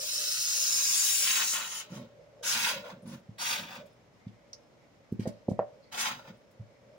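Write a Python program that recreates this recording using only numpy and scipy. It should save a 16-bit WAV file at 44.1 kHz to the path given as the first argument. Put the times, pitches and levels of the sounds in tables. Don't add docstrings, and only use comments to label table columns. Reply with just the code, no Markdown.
import sys
import numpy as np
from scipy import signal
from scipy.fft import rfft, irfft
from scipy.io import wavfile
from scipy.ndimage import uniform_filter1d, map_coordinates

SR = 44100
rng = np.random.default_rng(int(sys.argv[2]) if len(sys.argv) > 2 else 0)


def master(y):
    cut = np.clip(np.atleast_2d(y).T, -1, 1)
    pcm = np.round(cut * 32767)
    wavfile.write(sys.argv[1], SR, pcm.astype(np.int16))


N = 307812
TIME = np.arange(N) / SR
FREQS = np.fft.rfftfreq(N, 1 / SR)

# (frequency [Hz], likeness [0-1])
LIKENESS = [(100, 0.81), (600, 0.39), (1400, 0.09), (3000, 0.05), (16000, 0.05)]


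def amp(db):
    return 10 ** (np.asarray(db) / 20)


def unit(x):
    return x / np.sqrt(np.mean(x ** 2) + 1e-20)


def read(points, hz):
    f, value = np.transpose(points)
    return np.interp(np.log(hz + 1), np.log(f), value)


def colour(x, gain):
    return irfft(rfft(x) * gain, N)


def hump(f, centre, half_width, order=2):
    return 1 / (1 + abs((f - centre) / half_width) ** order)


def wander(hz):
    return unit(colour(rng.standard_normal(N), hump(FREQS, 0, hz)))


def pair(likeness, size=N):
    common, opposed = rfft(rng.standard_normal((2, size)))
    c = np.clip(likeness, 0, 1)
    middle = np.sqrt((1 + c) / 2) * common
    side = np.sqrt((1 - c) / 2) * opposed
    return irfft(middle + np.array([[1], [-1]]) * side, size)


def add(mix, s, sound):
    part = mix[..., round(s * SR):][..., :sound.shape[-1]]
    part += sound[..., :part.shape[-1]]


def nozzle(fine, coarse, wet, jet_db=4, spray_db=2.5, sputter_db=1.8, fizz_db=1.13, clots_db=1.24):
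    # (frequency [Hz], density [dB per Hz])
    spray_colour = [(400, -37.5), (1200, -4), (1600, 0), (2000, 2.5), (2600, 1), (3500, 1.5), (4600, -4.5),
                    (7000, -11), (9000, -27.5), (11000, -27), (13800, -30.5), (14800, -14.5), (16000, -4.5)]
    # (frequency [Hz], density [dB per Hz])
    splutter_colour = [(100, -29), (230, -18), (400, -13), (700, 0.5), (950, 5.5), (1450, 2.5),
                       (2000, -7.5), (4000, -18.5), (16000, -47)]
    air = amp(jet_db + fizz_db * wander(370)) * fine * jet()
    spray = amp(spray_db) * coarse * spatter(spray_colour, burst_db=2.5, burst_hz=301.8)
    clots = amp(clots_db * wander(45))
    splutter = clots * wet * spatter(splutter_colour, burst_db=1.0, burst_hz=119)
    return air + (spray + splutter) * amp(sputter_db * wander(60))


def jet(flutter=0.017, patchy_db=1.78):
    # (time [s], pitch [Hz], half-width [Hz], height of the peak [dB])
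    peak_path = [(0, 5300, 2250, 7.5), (.45, 5400, 1930, 9.5), (.8, 6000, 1510, 9), (1.15, 7300, 1300, 4.5),
                 (1.8, 6420, 1058, 11), (2.5, 5840, 1800, 7), (3.5, 5160, 1604, 7), (6.1, 5855, 1720, 7)]
    # (frequency [Hz], density [dB per Hz])
    jet_colour = [(300, -55.5), (1200, -34), (2200, -15.5), (3000, -7.5), (3800, -7.5), (4500, -3.5),
                  (7200, -2), (7900, -8), (9800, -3), (11500, -9.5), (13800, -13.5), (14800, -4),
                  (15800, -5.5)]
    f, t, z = signal.stft(rng.standard_normal(N), SR, nperseg=512)
    when, *controls = np.transpose(peak_path)
    pitch, width, height = (np.interp(t, when, control) for control in controls)
    pitch = pitch * np.exp(flutter * np.interp(t, TIME, wander(27)))
    patches = uniform_filter1d(rng.standard_normal(z.shape), size=6, axis=0)
    patches = unit(uniform_filter1d(patches, size=8, axis=1))
    peak_db = height * hump(f[:, None], pitch, width)
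    shape = amp(read(jet_colour, f)[:, None] + peak_db + patchy_db * patches)
    shape /= np.linalg.norm(shape, axis=0)
    return unit(signal.istft(z * shape, SR, nperseg=512)[1][:N])


def spatter(spectrum, burst_db, burst_hz):
    bursts = rng.standard_normal(N) * amp(burst_db * wander(burst_hz))
    return unit(colour(bursts, amp(read(spectrum, FREQS))))


def outflow():
    # (time [s], effort [dB])
    stream = [(0.0, -40.5), (0.146, -37.5), (1.02, -30), (1.382, -33.5), (1.408, -37), (1.534, -34),
              (1.618, -46.5), (1.796, -43.5), (1.88, -86)]
    # (jet [dB], spray [dB], splutter [dB]), relative to the effort
    stream_mix = (2.4, -10.5, -24.5)
    # (start [s], rise [s], hold [s], fade [dB per s of spray], spray [dB],
    #  jet over spray [dB], splutter over spray [dB])
    spurts = [(1.198, 0.1, 0.025, 114, -31, -26, -16), (1.353, 0.015, 0.059, 260, -33.5, -20, -9),
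              (1.519, 0.017, 0.047, 95, -34.5, -23, -7.5), (1.708, 0.015, 0.07, 326, -40, -19, -13),
              (1.89, 0.061, 0.0097, 157, -53.5, -4, -1.5), (2.425, 0.051, 0.057, 136, -35, 3.5, -13),
              (2.523, 0.065, 0.11, 176, -31.5, -5, -9), (2.799, 0.081, 0.026, 299, -54, -11, 3),
              (3.051, 0.036, 0.055, 279.5, -56.5, -4, -0.5), (3.379, 0.034, 0.1, 104.5, -39, -0.5, -4),
              (3.444, 0.047, 0.042, 117, -33.5, -6, -9), (3.683, 0.026, 0.053, 338, -48.5, -11, 2.5),
              (5.913, 0.04, 0.027, 109, -42, -6.5, -3.5), (5.968, 0.032, 0.013, 163, -32.5, -2, -9),
              (6.024, 0.024, 0.032, 204, -36.5, -7, -1.5), (6.148, .02, 0.032, 130, -62, -10, 4),
              (6.242, 0.031, 0.01, 333, -55.5, -14.5, 1.5)]
    effort = np.interp(TIME, *np.transpose(stream), right=-200)
    power = amp(np.add.outer(stream_mix, effort)) ** 2
    for row in spurts:
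        start, gains = spurt(*row)
        add(power, start, gains ** 2)
    return np.sqrt(power)


def spurt(start, rise, hold, fade, db, jet_db, splutter_db, open_s=.008, breakout_db=-7):
    # (jet [dB per dB of pressure], spray [dB per dB], splutter [dB per dB])
    pressure_law = (1.8, 1.0, 0.92)
    t = np.arange(SR) / SR
    pressure = breakout_db * np.clip(1 - t / rise, 0, 1) - fade * np.maximum(t - rise - hold, 0)
    mix = db + np.array([[jet_db], [0], [splutter_db]])
    opening = np.minimum(t / open_s, 1)
    return start, opening * amp(mix + np.outer(pressure_law, pressure))


def gurgle(wet, churn_db=-17, bubbles_per_s=110, unevenness=0.29, rise_s=.025, fade_db_per_s=304):
    # (start [s], length [s], level [dB])
    gulp_times = [(1.897, 0.13, -46), (2.54, 0.028, -50.5), (2.722, 0.076, -51.5), (2.906, 0.064, -52),
                  (3.024, 0.13, -42.5), (3.58, 0.058, -48), (3.764, 0.052, -52.5), (6.095, 0.078, -56),
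                  (6.274, 0.038, -49)]
    # (frequency [Hz], full width [Hz], level [dB])
    cavity = [(131.2, 36, -1.5), (188.4, 45, 6), (235.2, 20, 6), (322, 55, -9), (538, 37, -4)]
    turns = np.cumsum(bubbles_per_s * np.exp(unevenness * wander(80))) / SR
    knocks = np.diff(np.floor(turns), prepend=0) * rng.uniform(0.17, 1, N)
    body = sum(amp(db) * hump(FREQS, hz, width / 2) for hz, width, db in cavity)
    gulps = np.zeros(N)
    for s, length, db in gulp_times:
        rise = np.clip((TIME - s) / rise_s, 0, 1)
        gulps += rise * amp(db - fade_db_per_s * np.maximum(TIME - s - length, 0))
    return (gulps + amp(churn_db) * wet) * unit(colour(knocks, body))


def pops(snap_cycles=0.49, ring_db=-8.0, room_db=-12, grip_detune=0.026):
    # (time [s], snap level [dB], snap pitch [Hz],
    #  ringing over snap [dB, before ring_db], crack over snap [dB])
    buckles = [(3.295, -36, 154, 2.5, -40), (4.271, -32, 182, 3.5, -39.5), (5.1263, -19.5, 234, -2.5, -42),
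               (5.1970, -20.5, 235, 4, -38.5), (5.2572, -31, 500, -2, -30), (5.2628, -33, 473, 7, -31),
               (5.2690, -33.5, 570, 0.5, -30), (5.2755, -19.5, 238, -3, -34),
               (5.4853, -25, 540, -4.5, -37.5), (5.4888, -13.5, 271, -6.5, -40),
               (5.4925, -29, 448, -12, -43), (5.5160, -32, 584, 1.5, -44), (5.5194, -21.5, 166, -1, -44),
               (5.5928, -16, 720, 0, -14), (5.5991, -19, 525, -10, -40), (6.602, -37.5, 115, -1, -40),
               (6.6110, -37, 123, 2, -39.5)]
    # (frequency before detuning [Hz], level [dB], t60 [s])
    bottle_modes = [(108.8, -1, 0.2), (195.5, -4.5, 0.084), (231.8, -10.5, 0.21), (357, -12.5, 0.1),
                    (521, -0.5, 0.09), (580, -4, 0.24), (634, -8.5, 0.24), (746, -11, 0.17),
                    (980, -11, 0.04), (1290, -16, .04), (2320, -9, .04), (2770, -1, .03)]
    # (frequency [Hz], half-width [octaves], t60 [s])
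    crease = (1980, 0.47, 0.025)
    # (frequency [Hz], gain [dB])
    radiation = [(20, -25.5), (50, -6), (100, 0.5), (220, 0), (310, -8.5), (440, 3), (900, 0.5),
                 (3000, -4.5), (6000, -19)]
    lead = .012
    t = np.arange(SR // 2) / SR
    octaves = np.log2(np.fft.rfftfreq(len(t), 1 / SR) + 1)
    crack_hz, crack_width, crack_t60 = crease
    out = np.zeros(N)
    for s, db, hz, ringing_db, crack_db in buckles:
        tension = 1 + grip_detune * rng.uniform(-0.94, 1)
        ring = sum(amp(level - 60 * t / t60) * np.cos(2 * np.pi * mode * tension * t)
                   for mode, level, t60 in bottle_modes)
        turns = (t - lead) * hz
        snap = -np.sin(2 * np.pi * turns) * np.exp(-(turns / snap_cycles) ** 2)
        rung = signal.fftconvolve(snap, ring)[:len(t)] / abs(snap).sum()
        add(out, s - lead, amp(db) * (snap + amp(ring_db + ringing_db) * rung))
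        crack_band = hump(octaves, np.log2(crack_hz), crack_width, order=6)
        crack = irfft(rfft(rng.standard_normal(len(t))) * crack_band, len(t))
        add(out, s, crack / abs(crack).max() * amp(db + crack_db - 60 * t / crack_t60))
    out = colour(out, amp(read(radiation, FREQS)))
    return out + amp(room_db) * echoes(out, t60=0.22, delay=0.018)


def echoes(x, t60, delay):
    t = np.arange(SR // 2) / SR
    tail = rng.standard_normal((2, len(t))) * amp(-60 * t / t60) * (t > delay)
    tail /= np.linalg.norm(tail, axis=1, keepdims=True)
    return signal.fftconvolve(np.atleast_2d(x), tail, axes=1)[:, :N]


def ticks(grain_db=-3.5):
    # (time [s], level [dB], frequency [Hz], half-width [octaves], t60 [s])
    smacks = [(1.875, -65, 2400, 1.3, 0.091), (1.952, -43.5, 4970, 0.57, 0.031),
              (2.845, -43.5, 620, 0.34, .35), (2.885, -45, 710, 0.71, 0.13), (3.022, -64, 10000, .25, .09),
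              (3.073, -55, 9800, 0.12, 0.057), (3.19, -69, 10000, .3, 0.045),
              (3.857, -58.5, 6900, 1.8, 0.066), (3.925, -70, 10100, 0.18, 0.042),
              (4.273, -60, 2980, 0.68, 0.066), (4.531, -43, 5140, 0.24, 0.057),
              (5.121, -62.5, 8000, 1.9, 0.05), (5.195, -49.5, 1370, 1.87, 0.36),
              (5.203, -61.5, 4600, 0.32, 0.62), (5.255, -43, 900, 0.91, 0.14),
              (5.272, -47, 3650, 1.4, 0.083), (5.492, -59.5, 4740, 1, 0.2), (5.59, -44.5, 940, 0.86, 0.17),
              (5.825, -64, 4400, 0.11, 0.31), (5.922, -42.5, 5500, 1, 0.054),
              (5.941, -38.5, 620, 0.47, 0.17), (6.37, -71, 9980, .3, .06), (6.51, -66, 8850, 1.6, 0.041)]
    t = np.arange(SR // 4) / SR
    octaves = np.log2(np.fft.rfftfreq(len(t), 1 / SR) + 1)
    out = np.zeros(N)
    for s, db, hz, width, t60 in smacks:
        band = hump(octaves, np.log2(hz), width, order=4)
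        fizz = irfft(rfft(rng.standard_normal(len(t))) * band, len(t))
        add(out, s, unit(fizz) * amp(db - 60 * t / t60))
    return out * unit(amp(grain_db * wander(200)))


def bounce(x):
    # (time [s], delay [ms], strength relative to the direct sound [0-1])
    tub_echo = [(0, .725, .22), (.4, .752, .32), (.8, .775, .22), (1.2, .74, .08), (1.8, .72, .08),
                (2.6, .76, .08), (3.5, .83, .12), (6.1, .83, .1)]
    when, *controls = np.transpose(tub_echo)
    delay_ms, strength = (np.interp(TIME, when, control) for control in controls)
    echo = map_coordinates(x, [(TIME - delay_ms / 1000) * SR], order=3)
    return (x + strength * echo) / np.hypot(1, strength)


def sink(x, steel_width_hz=34, gain_db=-1, standing=0.83, size=16384):
    # (frequency [Hz], full width [Hz], left [dB], right [dB])
    wall_waves = [(797, 80, -2.0, -3.9), (904, 80, 2.8, 5.2), (1087, 80, 4.9, -0.1), (1238, 80, -3.7, -4.5),
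                  (1335, 80, -1.5, 2.6), (1400, 80, 2.9, -2.7), (1464, 200, 2.2, 2.2),
                  (1550, 130, -1.7, 2.1), (1733, 130, 1.3, -4.4), (2003, 130, -4.5, 0.3),
                  (2143, 80, -0.4, 3.9), (2304, 80, -2.1, -2.4), (2433, 80, 2.7, -2.0),
                  (2692, 130, 3.6, -2.2), (2875, 80, -3.0, -4.0), (3262, 200, 1.5, 0.5),
                  (3564, 200, 1.4, -2.4), (3865, 130, -2.7, 5.0), (4285, 200, -3.4, -4.5),
                  (4619, 200, 0.2, 2.7), (5093, 130, 0.4, -3.6), (5965, 320, 0.5, 0.5),
                  (6320, 80, 1.0, -4.3), (6675, 80, 1.0, 2.0), (7041, 80, -4.1, 1.9),
                  (7483, 130, 4.8, -2.0), (7860, 320, -3.1, 1.2), (8742, 130, 2.9, 2.8)]
    # (frequency [Hz], left [dB], right [dB])
    basin = [(754, 3.2, -3.1), (883, 3.2, 1.6), (991, -0.8, 3.1), (1184, -0.7, 2.7), (1281, 2.8, -2.2),
             (1432, 1.3, 1.7), (1561, 2.2, 3.4), (1938, 0.5, 4.4), (2110, -0.9, 1.0), (3025, -1.1, 3.0),
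             (3822, 1.0, 2.3), (4027, 0.1, 4.0), (4963, 1.5, 3.5), (5039, 3.8, -1.3), (5254, 1.2, 3.6),
             (5297, -1.7, 3.7), (5502, -1.0, -2.2), (5609, -2.8, 3.1), (5868, 1.3, 2.6), (6169, 1.0, 0.4),
             (6212, 4.7, -0.2), (6449, -0.2, 3.5), (6492, 2.5, 4.1), (6675, 0.3, -0.2), (6955, -0.7, 0.9),
             (7138, 0.8, -3.0), (7321, 2.3, 3.6), (7397, 4.3, 1.4), (7504, 1.3, -1.4), (8786, 3.2, -1.3)]
    # (frequency [Hz], left minus right [dB])
    shade = [(700, -1), (3000, 0.5), (4500, -2.5), (7000, 2), (8600, 11), (10500, 14), (13300, 6.5),
             (14300, 3.5), (16000, 4.5)]
    modes = list(wall_waves) + [(hz, steel_width_hz, left, right) for hz, left, right in basin]
    f = np.fft.rfftfreq(size, 1 / SR)
    waves_db = sum(np.array([[left], [right]]) * .5 ** ((2 * (f - hz) / width) ** 2)
                   for hz, width, left, right in modes)
    sides = amp(np.array([[.5], [-.5]]) * read(shade, f))
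    sides /= np.sqrt(np.mean(sides ** 2, axis=0))
    gain = amp(standing * waves_db + gain_db) * sides
    return drifting(x, causal(gain), size)


def drifting(x, gain, size, count=15):
    out = np.zeros((2, N))
    place = np.linspace(0, count - 1, N)
    for k in range(count):
        near = np.flatnonzero(abs(place - k) < 1)
        part = x[near] * np.cos(np.pi / 2 * (place[near] - k))
        response = irfft(paths(np.fft.rfftfreq(size, 1 / SR), size) * gain, size)
        add(out, near[0] / SR, signal.fftconvolve(part[None], response, axes=1))
    return out


def paths(f, size, near_t60=0.06, far_t60=.17, far_db=-13, count=110):
    t = np.arange(size) / SR
    decay = amp(-60 * t / near_t60) + amp(far_db - 60 * t / far_t60)
    scatter = pair(read(LIKENESS, f), size=size) * decay
    response = rfft(scatter / np.linalg.norm(scatter, axis=1, keepdims=True))
    response *= causal((abs(response) ** 2 + .05) ** -.27)
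    broad_power = uniform_filter1d(abs(response) ** 2, size=count, axis=1)
    return response * causal(broad_power ** -.5)


def causal(gain):
    log_gain = np.log(np.concatenate([gain, gain[:, -2:0:-1]], axis=1))
    return np.exp(np.conj(signal.hilbert(log_gain)))[:, :gain.shape[1]]


def kitchen(air_db=-61.8, drone_db=-4.0, drone_hz=570, drone_width_hz=58, stir_db=0.6, waver_db=5.0,
            hum_waver_db=4.0, under_hz=450, under_width_hz=50, under_db=-11):
    # (frequency [Hz], density [dB per Hz])
    air_colour = [(15, -65.5), (25, -56.5), (49, -11.5), (82, -14), (108, -6.5), (217, -8.5), (384, -13),
                  (575, -9.5), (695, -13.5), (1330, -21), (2280, -24), (3520, -28.5), (6380, -31.5),
                  (8830, -43), (16000, -48)]
    # (time [s], level [dB])
    drone_path = [(0, -52), (.6, -62), (1.3, -57), (2.3, -58.5), (2.37, -57), (2.9, -49), (3.3, -60.5),
                  (3.75, -50), (4.1, -69), (4.85, -62.5), (5.45, -62), (5.7, -56.5), (6.5, -60),
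                  (6.75, -58.5)]
    # (frequency [Hz], level before the waver [dB])
    mains_hum = (118.4, -77)
    # (frequency [Hz], level before the waver [dB])
    thin_whine = (5233, -87.5)
    air = unit(colour(pair(read(LIKENESS, FREQS)), amp(read(air_colour, FREQS))))
    air *= amp(air_db + stir_db * wander(18))
    upper = hump(FREQS, drone_hz, drone_width_hz, order=3)
    under = amp(under_db) * hump(FREQS, under_hz, under_width_hz, order=3)
    drone = unit(colour(pair(0.68), upper + under))
    drone *= amp(drone_db + np.interp(TIME, *np.transpose(drone_path)) + waver_db * wander(4.5))
    hum = np.zeros(N)
    for hz, db in (mains_hum, thin_whine):
        level = amp(db + hum_waver_db * wander(8))
        cycles = hz * np.cumsum(1 + 0.005 * wander(93.3) + 0.0013 * wander(6)) / SR
        hum += level * unit(np.sin(2 * np.pi * cycles))
    return air + drone + hum


def hollow(db=-81, hz=2100, width_hz=260, waver_db=4):
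    band = unit(colour(pair(.1), hump(FREQS, hz, width_hz, order=4)))
    return amp(db + waver_db * wander(7)) * band


def scene():
    fine, coarse, wet = outflow()
    hiss = sink(bounce(nozzle(fine, coarse, wet)) + ticks())
    bottle = (pops() + gurgle(wet)) * amp([[-.9], [.9]])
    return hiss + bottle + kitchen() + hollow()


def record(dry, edge_hz=15850):
    low_pass = signal.firwin(511, edge_hz, window=("kaiser", 9), fs=SR)
    return signal.oaconvolve(dry, low_pass[None], "same")


dry = scene()
out = record(dry)
master(out)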